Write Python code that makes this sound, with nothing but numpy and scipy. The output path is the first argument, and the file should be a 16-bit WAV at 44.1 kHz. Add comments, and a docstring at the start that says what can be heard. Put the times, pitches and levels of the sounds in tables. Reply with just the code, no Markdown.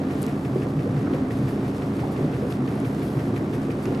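"""On a boat in calm, icy water, a diesel engine runs slowly and steadily under the deck.
The hull drones on the engine's orders and booms now and then. The engine clatters with each firing
and chuffs once a cycle over a rumble of wind and wash. Water fizzes alongside with bursting bubbles,
swishes of spray and a few crisp ticks, and soft blows ring dull knocks from the hull's panels."""
import sys
import numpy as np
from scipy import signal
from scipy.fft import rfft, irfft
from scipy.io import wavfile

SR = 44100
rng = np.random.default_rng(int(sys.argv[2]) if len(sys.argv) > 2 else 0)


def transcribe(signal):
    """Save signal, clipped to [-1, 1], as a 16-bit WAV file at the path in sys.argv[1]."""
    frames = np.atleast_2d(signal).T
    limited = np.clip(frames, -1, 1)
    pcm = np.round(limited * 32767).astype(np.int16)
    wavfile.write(sys.argv[1], SR, pcm)


N = 176400
T = np.arange(N) / SR
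HZ = np.fft.rfftfreq(N, 1 / SR)
CYCLE_HZ, FIRINGS_PER_CYCLE = 5.836, 5


def amp(db):
    """Decibels to gain."""
    return 10 ** (np.asarray(db) / 20)


def unit(x):
    """Scales to rms 1."""
    return x / np.sqrt(np.mean(x ** 2) + 1e-20)


def db_at(points, hz=HZ):
    """Interpolates (Hz, dB) points on a log-frequency axis."""
    point_hz, db = np.transpose(points)
    return np.interp(np.log(hz + 1), np.log(point_hz + 1), db)


def level(points):
    """Gain over time from (s, dB) points."""
    return amp(np.interp(T, *np.transpose(points)))


def add(mix, start_s, sound):
    """Mixes a sound in at start_s."""
    part = mix[:, round(start_s * SR):][:, :sound.shape[-1]]
    part += sound[..., :part.shape[1]]


def drift(rate_hz):
    """Slow random motion of rms 1."""
    return unit(irfft(rfft(rng.standard_normal(N)) * np.exp(-(HZ / rate_hz) ** 2) * (HZ > 0), N))


def spread(pair, hz):
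    """Unrelated pair to left and right: bass alike, midrange diffuse."""
    # Stereo width. Each row: frequency in Hz, side over mid in dB.
    side_over_mid = [(25, -17), (70, -21), (125, -28.5), (200, -29), (320, -21), (500, -12.5), (800, -7.5),
                     (1250, -2.5), (2000, -.5), (3200, -2), (4500, -8.5), (7000, -18), (9000, -5),
                     (12500, -5.5)]
    # Balance. Each row: frequency in Hz, right over left in dB.
    balance = [(100, 0.34), (300, 0.2), (600, 1.5), (1100, 2), (2200, 0), (5000, -1.5), (13000, 0)]
    width, lean = amp(db_at(side_over_mid, hz)), amp(db_at(balance, hz) / 2)
    mid, side = pair[0], pair[1] * width
    return np.array([(mid + side) / lean, (mid - side) * lean]) / np.sqrt(1 + width ** 2)


def colour(pair, spectrum):
    """Gives two unrelated signals a spectrum and a stereo image, at rms 1."""
    return unit(irfft(spread(rfft(pair), HZ) * amp(db_at(spectrum)), N))


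def noise(spectrum):
    """Stereo noise of a given spectrum, at rms 1."""
    return colour(rng.standard_normal((2, N)), spectrum)


def hull_drone(cycles, order_count=340, size=8192):
    """The hull repeats one pattern of vibration every engine cycle."""
    # Strong engine orders. Each row: multiple of the cycle rate, level in dB.
    strong_orders = [(4, -67), (5, -62), (9, -58), (10, -53.5), (15, -46.5), (18, -51.5), (20, -38.5),
                     (22, -58), (25, -36), (27, -51), (30, -42), (32, -42.5), (35, -37), (36, -41),
                     (37, -45), (45, -37.5), (46, -51.5), (47, -36), (54, -44.5), (55, -49), (67, -48),
                     (122, -52.5), (198, -55.5)]
    # Weak orders between them. Each row: frequency in Hz, level per order in dB.
    weak_orders = [(40, -79), (70, -57), (130, -43.5), (180, -59.5), (260, -45.5), (380, -53.5),
                   (550, -59.5), (750, -61.5), (950, -70), (1200, -67), (2000, -83.5)]
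    hz = np.arange(order_count) * CYCLE_HZ
    gain = amp(db_at(weak_orders, hz)) * (hz > CYCLE_HZ * FIRINGS_PER_CYCLE)
    for order, db in strong_orders:
        gain[round(order)] = amp(db)
    phasors = np.exp(2j * np.pi * rng.random((2, order_count)))
    one_cycle = irfft(spread(phasors, hz) * gain, size) * size / np.sqrt(2)
    return np.array([np.interp(cycles, np.arange(size) / size, side, period=1) for side in one_cycle])


def clatter(cycles, db=-45, decay_s=0.0058):
    """Two short bursts of mechanical noise per firing."""
    # Clatter spectrum. Each row: frequency in Hz, relative density in dB.
    spectrum = [(200, 12), (500, -5.5), (1000, 10.5), (2000, -1), (4000, -19), (8000, -18.5), (14000, -37)]
    bursts_per_cycle = 2 * FIRINGS_PER_CYCLE
    since_s = (cycles * bursts_per_cycle) % 1 / (CYCLE_HZ * bursts_per_cycle)
    return amp(db) * noise(spectrum) * unit(np.exp(-since_s / decay_s))


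def rumble(base_db=-29, crossover_hz=183):
    """Wind and wash; the deep part heaves more than the rest."""
    # Rumble spectrum. Each row: frequency in Hz, relative density in dB.
    spectrum = [(20, -34), (40, -45), (65, -14), (100, -4.5), (135, 0), (175, -4.5), (255, -1), (300, -3),
                (370, -3), (500, -10.5), (700, -16.5), (950, -23), (1300, -25.5), (2000, -28.5),
                (3200, -38), (6000, -47), (14000, -82)]
    # Heave below and above the crossover. Each row: time in seconds, gain in dB.
    deep_gain = [(0, -8), (.2, -1.5), (.52, 2), (.7, -8), (.94, 5.5), (1.06, 2), (1.22, 2), (1.45, 6),
                 (1.65, -5), (1.9, 0), (2.15, -3), (2.38, 1.5), (2.5, -1), (3.0, -5), (3.07, -3), (3.3, 0),
                 (3.44, -6), (3.67, -3), (3.8, -19), (4, 3)]
    wash_gain = [(0, 1.5), (.2, 0), (.32, 1), (.41, -4.5), (.54, -0.5), (.75, -2.5), (1.12, 1), (1.3, -1),
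                 (1.55, -0.5), (1.85, -0.5), (2.2, 1.5), (2.45, 0), (2.83, 0), (3.2, -.5), (3.8, -0.5),
                 (4, 3)]
    whole = amp(base_db + 0.5 * drift(rate_hz=4.2)) * noise(spectrum)
    deep = irfft(rfft(whole) / (1 + (HZ / crossover_hz) ** 8), N)
    return deep * level(deep_gain) + (whole - deep) * level(wash_gain)


def water_fizz(bubbles_per_s=280, bubbles_over_hiss_db=-11, scatter_db=7.5):
    """Fine fizz along the hull with tiny bursting bubbles in it."""
    # Fizz spectrum. Each row: frequency in Hz, relative density in dB.
    spectrum = [(300, 5.5), (1500, 8), (3000, 7), (4700, 3), (6500, -2), (9000, -1.5), (12500, -2),
                (14000, -16)]
    # Fizz strength. Each row: time in seconds, base level in dB.
    strength = [(0, -56.5), (.14, -51), (.3, -51.5), (.55, -54), (1.28, -54.5), (1.43, -50.5), (1.6, -52),
                (2.2, -53), (2.45, -50.5), (2.65, -53), (3.2, -52), (3.47, -53.5), (3.78, -54.5),
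                (3.88, -50.5), (4, -55.5)]
    sizes = amp(scatter_db * np.minimum(rng.exponential(1, (2, N)), 4))
    signs = rng.choice([-1, 1], (2, N))
    bursts = rng.random((2, N)) < bubbles_per_s / SR
    bubbles = amp(bubbles_over_hiss_db) * colour(sizes * signs * bursts, spectrum)
    return (noise(spectrum) + bubbles) * level(strength) * amp(1.4 * drift(rate_hz=15))


def hull_knocks(rise_s=0.0038, roughness=0.83, half_width_ratio=0.21, size=8192):
    """Soft blows ring damped hull panels, each with a rough slap around its pitch."""
    # Blows. Each row: start in seconds, base level in dB, pitch in Hz, decay in seconds.
    blows = [(.008, -35, 600, .012), (.557, -19.5, 369.4, 0.017), (.658, -29.5, 530, 0.011),
             (.858, -29.5, 480, 0.025), (1.068, -34.5, 1287, 0.0074), (1.115, -23.5, 314, 0.037),
             (1.138, -28, 502, .016), (1.361, -23.5, 374, 0.022), (2.033, -27.5, 768, 0.017),
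             (2.042, -43, 933, .014), (2.186, -22.5, 372.5, 0.026), (2.422, -27.5, 477, 0.032),
             (3.417, -21, 327, 0.013), (3.68, -20.5, 380, 0.0079), (3.874, -22, 384, 0.013),
             (3.915, -29.5, 522, 0.018)]
    t, hz = T[:size], np.fft.rfftfreq(size, 1 / SR)
    out = np.zeros((2, N))
    for start_s, db, pitch_hz, decay_s in blows:
        band = 1 / (1 + ((hz / pitch_hz - 1) / half_width_ratio) ** 2)
        slap = unit(irfft(rfft(rng.standard_normal((2, size))) * band))
        ring = np.sin(2 * np.pi * (pitch_hz * t + rng.random((2, 1))))
        envelope = np.minimum(t / rise_s, 1) * np.exp(-np.maximum(t - rise_s, 0) / decay_s)
        add(out, start_s, amp(db) * spread(ring + roughness * slap, pitch_hz) * envelope)
    return out


def hull_booms():
    """Low hull resonances swell and sink, making the rumble throb."""
    # Booms. Each row: peak time in seconds, peak level in dB, pitch in Hz, half length in seconds.
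    swells = [(0.032, -27.5, 258, 0.039), (0.546, -23.5, 131, .05), (0.784, -19, 146.7, 0.027),
              (0.9, -25, 108.9, 0.026), (0.964, -20, 147, 0.024), (1.09, -28.5, 290, 0.042),
              (1.227, -24, 257, 0.023), (1.448, -21, 131, 0.031), (2.241, -21.5, 145, 0.021),
              (2.251, -20.5, 256, 0.017), (2.612, -22.5, 254, 0.026), (2.632, -21, 137.8, 0.024),
              (2.88, -24, 119.8, 0.028), (3.172, -20, 136, 0.021), (3.28, -24, 257.5, 0.031),
              (3.328, -25.5, 116.5, 0.034), (3.694, -23.5, 144.6, 0.043), (3.898, -23, 129.5, 0.021),
              (3.948, -23.5, 249, 0.029)]
    out = np.zeros(N)
    for peak_s, db, pitch_hz, half_s in swells:
        envelope = np.exp(-((T - peak_s) / half_s) ** 2)
        out += amp(db) * envelope * np.sin(2 * np.pi * (pitch_hz * T + rng.random()))
    return out


def spray(rise_s=0.012):
    """Bright swishes of spray rise quickly and die away."""
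    # Swishes. Each row: start in seconds, level in dB, decay in seconds.
    swishes = [(.1, -62, .08), (1.305, -55, 0.041), (1.475, -49, .045), (2.11, -49, 0.018),
               (2.492, -48, 0.034), (2.84, -52, 0.13), (3.02, -52.5, 0.16), (3.35, -56, .025),
               (3.532, -50, 0.027), (3.825, -50, 0.034)]
    # Spray spectrum. Each row: frequency in Hz, relative density in dB.
    spectrum = [(1000, 0), (4000, -1), (7000, -6), (11500, 0.5), (14000, -3.5)]
    envelope = np.zeros(N)
    for start_s, db, decay_s in swishes:
        rise = np.clip((T - start_s) / rise_s, 0, 1)
        envelope += amp(db) * rise * np.exp(-np.maximum(T - start_s - rise_s, 0) / decay_s)
    return noise(spectrum) * envelope


def chuff(first_s=0.1072, rise_s=0.0032, hold_s=0.017, decay_s=0.014):
    """Once per engine cycle: a metallic clack, then a hissing puff."""
    # Puff spectrum. Each row: frequency in Hz, relative density in dB.
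    spectrum = [(300, -26), (1000, 2), (1400, 6), (1900, 11), (2600, 4.5), (3600, -10.5), (5000, -5),
                (7000, -12.5), (13000, -13)]
    # Chuff strength. Each row: time in seconds, base level in dB.
    strength = [(0, -47), (.63, -45.5), (.97, -48.5), (1.31, -43.5), (1.5, -47), (1.67, -48.5), (2, -45.5),
                (2.2, -47.5), (2.7, -45.5), (3.2, -45.3), (3.37, -43.5), (3.71, -44), (4, -55)]
    clack_hz, half_width_hz, clack_over_puff_db, clack_decay_s = 2300, 950, 6, 0.0045
    since_s = (T - first_s) % (1 / CYCLE_HZ)
    envelope = np.minimum(since_s / rise_s, 1) * np.exp(-np.maximum(since_s - hold_s, 0) / decay_s)
    puff = noise(spectrum) * envelope * amp(drift(rate_hz=170))
    resonance = 1 / (1 + ((HZ - clack_hz) / half_width_hz) ** 2)
    white = spread(rfft(rng.standard_normal((2, N))), HZ)
    clack = unit(irfft(white * resonance, N)) * np.exp(-since_s / clack_decay_s)
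    return (puff + amp(clack_over_puff_db) * clack) * level(strength)


def ticks(side_gain=0.26, size=2048):
    """Tiny cracks, each a noise burst through one broad resonance."""
    # Each row: start in seconds, peak level in dB, centre and half-width in Hz, decay in seconds.
    cracks = [(.216, -41.5, 10000, 8000, 0.011), (.2229, -32, 11000, 4000, .0005),
              (0.2295, -24, 10100, 1900, 0.0005), (0.2293, -34, 4100, 2000, 0.00065),
              (0.2381, -36.5, 3580, 1100, 0.0012), (.244, -40, 9500, 4000, 0.00089),
              (0.2655, -30, 8500, 8000, 0.00047), (0.2656, -37, 4400, 2000, 0.00044),
              (2.524, -34.5, 3840, 1100, 0.0012), (2.5238, -35, 2500, 600, .0013),
              (2.755, -43, 10200, 1200, 0.001), (2.801, -41.5, 8350, 2500, .001),
              (3.827, -47, 6000, 4000, .003), (3.855, -37, 2010, 500, 0.0083),
              (3.8555, -40, 4900, 2200, 0.0022), (3.906, -51, 6500, 4000, 0.0018),
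              (3.948, -40.5, 1980, 900, 0.0053), (3.947, -47, 4200, 1600, 0.0055)]
    hz = np.fft.rfftfreq(size, 1 / SR)
    out = np.zeros((2, N))
    for start_s, db, centre_hz, half_width_hz, decay_s in cracks:
        fade = np.exp(-T[:size] / decay_s)
        burst = rng.standard_normal((2, size)) * fade
        resonance = 1 / (1 + 0.5j * (hz ** 2 - centre_hz ** 2) / (half_width_hz * hz + 1)) ** 2
        mid, side = unit(irfft(rfft(burst) * resonance))
        gain = amp(db) * np.sqrt(np.mean(fade ** 2))
        add(out, start_s, gain * (mid + side_gain * np.array([side, -side])))
    return out


def scene(wander_rms_s=0.00019, low_cut_hz=83):
    """Engine, wind and water, with ticks and knocks on top."""
    cycles = CYCLE_HZ * (T + wander_rms_s * drift(rate_hz=1.0))  # runs slightly ahead or behind
    low_cut = signal.butter(2, low_cut_hz, "high", fs=SR, output="sos")
    hits = signal.sosfilt(low_cut, ticks() + hull_knocks())
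    engine = hull_drone(cycles) + clatter(cycles) + chuff()
    return engine + rumble() + hull_booms() + water_fizz() + spray() + hits


def record(dry):
    """A steep low-pass removes the highest treble."""
    cutoff_hz = 13450
    low_pass = signal.firwin(511, cutoff_hz, window=("kaiser", 9), fs=SR)
    return signal.oaconvolve(dry, low_pass[None], "same")


dry = scene()
out = record(dry)
transcribe(out)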